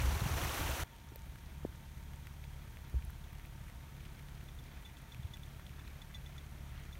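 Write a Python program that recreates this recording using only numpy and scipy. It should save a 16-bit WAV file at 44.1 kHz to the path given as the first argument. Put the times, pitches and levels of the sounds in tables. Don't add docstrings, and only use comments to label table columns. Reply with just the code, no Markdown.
import sys
import numpy as np
from scipy.fft import rfft, irfft, next_fast_len
from scipy.io import wavfile
from scipy.ndimage import map_coordinates

SR = 44100
rng = np.random.default_rng(int(sys.argv[2]) if len(sys.argv) > 2 else 0)


def waveform_to_disk(signal):
    frames = np.transpose(np.atleast_2d(signal))
    scaled = np.clip(frames, -1, 1) * 32767
    samples = np.round(scaled).astype(np.int16)
    wavfile.write(sys.argv[1], SR, samples)


N = 308259

CUT_S = 0.838
TOP_HZ = 15800

FIRING_HZ = 35.43
EXHAUST_ORDERS = [(1, -3), (1.5, -14), (2, 0.5), (3, -12), (3.5, -15), (4, -5), (5, -15), (6, -23),
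                  (7.5, -29.5), (9.25, -24)]
# freq_hz [Hz], level_db [dB per Hz]
PIPE_SPECTRUM = [(22, -38), (32, -15), (55, 0.5), (90, -8.5), (125, -4), (165, -12.5), (205, -13.5),
                 (235, -24.5), (400, -29), (900, -45.5)]
# freq_hz [Hz], level_db [dB per Hz]
BLOCK_SPECTRUM = [(210, 3.5), (350, -5), (520, -7.5), (720, -3.5), (900, -9), (1050, -6.5), (1550, -6),
                  (1900, -7), (2400, -7.5), (2850, -14.5), (3200, -9.5), (4000, -14), (5000, -20),
                  (7000, -34)]
# centre_s [s], half_length_s [s], depth_db [dB]
THROB_LULLS = [(0.85, 0.28, 11), (4.98, 0.21, 8.5), (5.95, 0.43, 4)]
EXHAUST_DB, PUFF_DB, CLATTER_DB, WHIRR_DB = -52, -53.5, -63.4, -70
EXHAUST_GROWS_DB_PER_S, CLATTER_GROWS_DB_PER_S, WHIRR_FADES_DB_PER_S = 0.48, 0.1746, 0.8

# freq_hz [Hz], level_db [dB per Hz]
SPILL_SPECTRUM = [(150, -30), (230, -4), (300, 1), (450, -4.5), (650, -1.5), (850, 0.5), (1300, -2),
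                  (2100, -5.5), (2800, -6), (4300, -12), (5000, -15.5), (5900, -9), (7700, -15),
                  (14400, -14), (15800, -19)]
# time_s [s], level_db [dB]
WATER_LEVEL = [(0.0, -42.5), (0.21, -43.5), (0.53, -39.5), (0.75, -41), (0.83, -42)]
# freq_hz [Hz], level_db [dB per Hz]
BUFFET_SPECTRUM = [(24, -23), (37, -3.5), (68, 3.5), (115, -4.5), (160, -13), (230, -21), (500, -59)]
BUFFET_DB, BUFFET_EASES_DB_PER_S = -36, 6.5
# centre_s [s], half_length_s [s], depth_db [dB]
WIND_LULLS = [(0.2, 0.011, 12), (0.558, 0.024, 13), (0.772, 0.021, 19)]
# start_s [s], peak_db [dB], pitch_hz [Hz], half_rise_s [s]
EDDIES = [(0.030, -29.5, 70.1, 0.02), (0.076, -24.5, 61.5, 0.0064), (0.217, -25, 109, 0.0027),
          (0.254, -29, 145.6, 0.0034), (0.305, -30.5, 82, 0.0054), (0.433, -30, 117, 0.0028),
          (0.609, -31.5, 69.4, 0.0028), (0.690, -35.5, 69.4, 0.0063), (0.818, -37.5, 76.6, 0.0056)]

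# start_s [s], level_db [dB], t60_s [s]
CLINKS = [(3.240, -52, 0.024), (4.486, -52, 0.025), (4.588, -51.5, .04), (4.850, -51.5, 0.13),
          (4.969, -47.5, .015), (5.120, -48.5, 0.045), (5.231, -52, 0.028), (5.336, -44.5, 0.057),
          (5.433, -47.5, 0.025), (5.666, -49.5, 0.022), (5.794, -55, .04), (6.017, -45, 0.037),
          (6.145, -44, .09), (6.261, -48, 0.05), (6.380, -46, 0.041), (6.927, -48.5, 0.045)]
# pitch_hz [Hz], level_db [dB], t60_share [ratio]
METAL_MODES = [(1996, -11, 1.1), (3390, -12, 1.1), (3500, 3, 0.6), (3970, -15, 0.9), (5750, -19, 0.88),
               (6540, -16, 0.78)]
# start_s [s], level_db [dB], pitch_hz [Hz]
TICKS = [(1.159, -39, 13900), (1.358, -45.5, 1760), (1.386, -47.5, 2290), (2.270, -38.5, 2000),
         (2.440, -44, 2390), (2.771, -45, 2200), (2.898, -44.5, 1690), (3.05, -46, 11000),
         (3.104, -47, 13000), (3.331, -44, 2090), (3.397, -45.5, 2200), (3.698, -47, 1980),
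         (4.193, -50, 2600), (5.146, -43, 2440), (5.371, -43.5, 2400), (5.596, -46, 1430),
         (5.666, -47, 3200), (5.694, -46, 2000), (5.878, -46, 4000), (6.954, -46, 2200)]
STRAY_DB, STRAY_SPREAD_DB, STRAY_HZ, STRAY_OCTAVES = -49, 1.5, 2300, 0.38
# start_s [s], peak_db [dB], pitch_hz [Hz], half_rise_s [s]
BUMPS = [(1.119, -45.5, 297, 0.0013), (1.158, -48, 500, 0.0011), (2.942, -39, 300, 0.0006),
         (2.935, -33, 102, 0.0056), (2.944, -27, 64, 0.011), (3.032, -35.5, 64, 0.0051),
         (3.072, -36, 63, 0.0058), (5.190, -40, 121, 0.0042), (5.241, -36, 84, 0.0054)]
# start_s [s], peak_db [dB], first_hz [Hz], last_hz [Hz], half_rise_s [s]
PLOP = (1.6492, -26.7, 820, 100, .0011)

# centre_s [s], half_length_s [s], rise_db [dB]
FLURRIES = [(3.39, .06, 5), (5.15, .06, 6), (5.84, 0.14, 8.5), (6.8, 0.13, 7)]
CRACKLE_DB, CRACKLE_GROWS_DB_PER_S = -75.5, 0.7
WASH_DB, WASH_GROWS_DB_PER_S = -86, 2.5
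# freq_hz [Hz], level_db [dB per Hz]
HISS_SPECTRUM = [(300, -4.5), (3000, 3), (4900, -5), (5800, 3.5), (6700, 2), (7700, -3.5), (9200, 1.5),
                 (10400, -5), (11200, 0), (14000, 0.5), (15800, -4)]


def diesel():
    elapsed = since_cut()
    throb_db = EXHAUST_GROWS_DB_PER_S * elapsed - humps(THROB_LULLS)
    clatter_db = CLATTER_DB + CLATTER_GROWS_DB_PER_S * elapsed
    whirr_db = WHIRR_DB - WHIRR_FADES_DB_PER_S * elapsed
    firings = np.cumsum(FIRING_HZ * (1 + 0.00414 * wobble(3))) / SR
    beat = np.cos(2 * np.pi * firings)

    thud = np.zeros(N)
    for multiple, db in EXHAUST_ORDERS:
        thud += amp(db + 1.36 * wobble(7)) * np.cos(2 * np.pi * multiple * firings)
    puffs = coloured(noise() * amp(1.4 * beat), PIPE_SPECTRUM)
    puff_db = PUFF_DB + 0.33 * throb_db + 0.33 * wobble(2.97)
    exhaust = amp(EXHAUST_DB + throb_db) * unit(thud) + amp(puff_db) * puffs

    rattle = coloured(noise(), BLOCK_SPECTRUM)
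    clatter = amp(clatter_db + 1.3 * beat + 0.63 * wobble(12)) * rattle
    narrow_band = unit(resonance(resonance(noise(), 915, 62), 913, 62))
    whirr = amp(whirr_db + 1.3 * beat + 1.0 * wobble(10)) * narrow_band
    return exhaust + clatter + whirr


def lock_water():
    water_db, = curves(WATER_LEVEL)
    spray = coloured(noise() * amp(1.16 * wobble(90.9)), SPILL_SPECTRUM)
    froth = bubbles(count=5000, centre_hz=3770, spread=0.65, cycles=4.0, size_db=4.5, rise=0.061)
    gurgle = bubbles(count=1100, centre_hz=948, spread=0.4, cycles=6.9, size_db=2.5, rise=0.053)
    water = amp(water_db) * (amp(-1.0) * spray + amp(-10) * froth + amp(-9.0) * gurgle)
    buffet_db = BUFFET_DB - BUFFET_EASES_DB_PER_S * np.arange(N) / SR - humps(WIND_LULLS)
    wind = amp(buffet_db) * coloured(noise(), BUFFET_SPECTRUM) + thumps(EDDIES)
    return water + wind


def clinks():
    track, t = np.zeros(N), np.arange(SR // 6) / SR
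    for s, db, t60 in CLINKS:
        ring = np.zeros(len(t))
        for hz, level, share in METAL_MODES:
            level_jitter, pitch_jitter = rng.standard_normal(2)
            decay_db = 60 * (t / (t60 * share)) ** 1.55
            struck_hz = hz * (1 + 0.0036 * pitch_jitter)
            ring += amp(level + 0.94 * level_jitter - decay_db) * np.sin(2 * np.pi * struck_hz * t)
        contact = resonance(rng.standard_normal(len(t)) * amp(-60 * t / 0.059), 4100, 4200)
        attack = 1 - np.exp(-t / 0.00073)
        add(track, s, amp(db - 3.5) * (ring + amp(-5.5) * contact) * attack)
    return track


def ticks():
    track, t = np.zeros(N), np.arange(SR // 20) / SR
    for s, db, hz in [*TICKS, *stray_ticks(count=22)]:
        burst = rng.standard_normal(len(t)) * amp(-60 * t / 0.023)
        width_hz = 1100 + 0.35 * hz
        crumbs = resonance(resonance(burst, hz, width_hz), hz, width_hz)
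        snap = np.sin(2 * np.pi * hz * t) * np.exp(-t * hz / 2.3)
        crack = burst * amp(-5.0 - 60 * t / 0.0054)
        add(track, s, amp(db) * (0.91 * snap + 0.56 * crumbs / np.abs(crumbs).max() + crack))
    return track


def stray_ticks(count):
    when = np.sqrt(rng.random(count))
    size, pitch = rng.standard_normal((2, count))
    start_s = CUT_S + when * (N / SR - CUT_S)
    level_db = STRAY_DB + STRAY_SPREAD_DB * size
    pitch_hz = STRAY_HZ * 2 ** (STRAY_OCTAVES * pitch)
    return list(zip(start_s, level_db, pitch_hz))


def bumps():
    track, t = thumps(BUMPS), np.arange(SR // 20) / SR
    s, db, first_hz, last_hz, half_rise_s = PLOP
    pitch_hz = last_hz + (first_hz - last_hz) * np.exp(-t / 0.0023)
    plop = np.sin(2 * np.pi * np.cumsum(pitch_hz) / SR)
    add(track, s, amp(db) * swell(t, half_rise_s) * plop)
    return track


def crackle():
    crackle_db = CRACKLE_DB + CRACKLE_GROWS_DB_PER_S * since_cut() + humps(FLURRIES)
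    grains = bubbles(count=3000, centre_hz=2028, spread=0.381, cycles=4.5, size_db=3, rise=0.027)
    clumps = unit(grains * amp(4.3 * wobble(30)))
    pinpoints = bubbles(count=140, centre_hz=8000, spread=0.5, cycles=0.94, size_db=3.0, rise=0)
    return amp(crackle_db) * clumps + amp(-78.5) * pinpoints


def bow_wash():
    gurgle = bubbles(count=2500, centre_hz=650, spread=0.602, cycles=5.1, size_db=1.8, rise=0.047)
    wash_db = WASH_DB + WASH_GROWS_DB_PER_S * since_cut()
    return amp(wash_db) * unit(gurgle * amp(1.5 * wobble(12)))


def hiss():
    return amp(-67.5) * coloured(noise(), HISS_SPECTRUM)


def bubbles(count, centre_hz, spread, cycles, size_db, rise):
    length = SR // 60
    start = rng.integers(0, N, count)
    hz = np.clip(centre_hz * np.exp(spread * rng.standard_normal(count)), 250, 14000)
    size = amp(size_db * np.minimum(rng.exponential(size=count), 4))
    turns = hz[:, None] * np.arange(length) / SR
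    age = turns / cycles
    tone = np.sin(2 * np.pi * turns * (1 + rise * np.minimum(age, 2)))
    grain = size[:, None] * tone * np.exp(-age)
    place = start[:, None] + np.arange(length)
    return unit(np.bincount(place.ravel(), grain.ravel(), N)[:N])


def thumps(rows):
    track, t = np.zeros(N), np.arange(SR // 4) / SR
    for s, db, hz, half_rise_s in rows:
        add(track, s, amp(db) * swell(t, half_rise_s) * np.sin(2 * np.pi * hz * t))
    return track


def swell(t, half_rise_s):
    return (t / half_rise_s / 2) ** 2 * np.exp(2 - t / half_rise_s)


def humps(rows):
    t = np.arange(N) / SR
    return sum(db * np.exp(-((t - s) / half_s) ** 2) for s, half_s, db in rows)


def since_cut():
    return np.arange(N) / SR - CUT_S


def amp(db):
    return 10 ** (np.asarray(db) / 20)


def unit(x):
    return x / np.sqrt(np.mean(x ** 2) + 1e-20)


def curves(rows):
    s, *cols = np.transpose(rows)
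    return [np.interp(np.arange(N) / SR, s, c) for c in cols]


def wobble(rate):
    knots = rng.standard_normal(int(N * rate / SR) + 4)
    return map_coordinates(knots, [np.arange(N) * rate / SR])


def filtered(x, response):
    m = next_fast_len(len(x) + 8192)
    return irfft(rfft(x, m) * response(np.fft.rfftfreq(m, 1 / SR)), m)[:len(x)]


def coloured(x, points):
    f, db = np.transpose(points)
    return unit(filtered(x, lambda hz: amp(np.interp(np.log(hz + 1), np.log(f), db, left=-120))))


def resonance(x, centre_hz, width_hz):
    return filtered(x, lambda f: 1j * f * width_hz / (centre_hz ** 2 - f ** 2 + 1j * f * width_hz))


def noise():
    return rng.standard_normal(N)


def add(track, s, sound):
    part = track[max(round(s * SR), 0):][:len(sound)]
    part += sound[:len(part)]


def scene():
    at_lock = np.clip(-since_cut() / 0.003, 0, 1)
    canal = diesel() + clinks() + ticks() + bumps() + crackle() + bow_wash() + hiss()
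    return (at_lock * lock_water() + (1 - at_lock) * canal)[None]


def record(dry):
    return filtered(dry[0], lambda hz: hz < TOP_HZ)[None]


dry = scene()
out = record(dry)
waveform_to_disk(out)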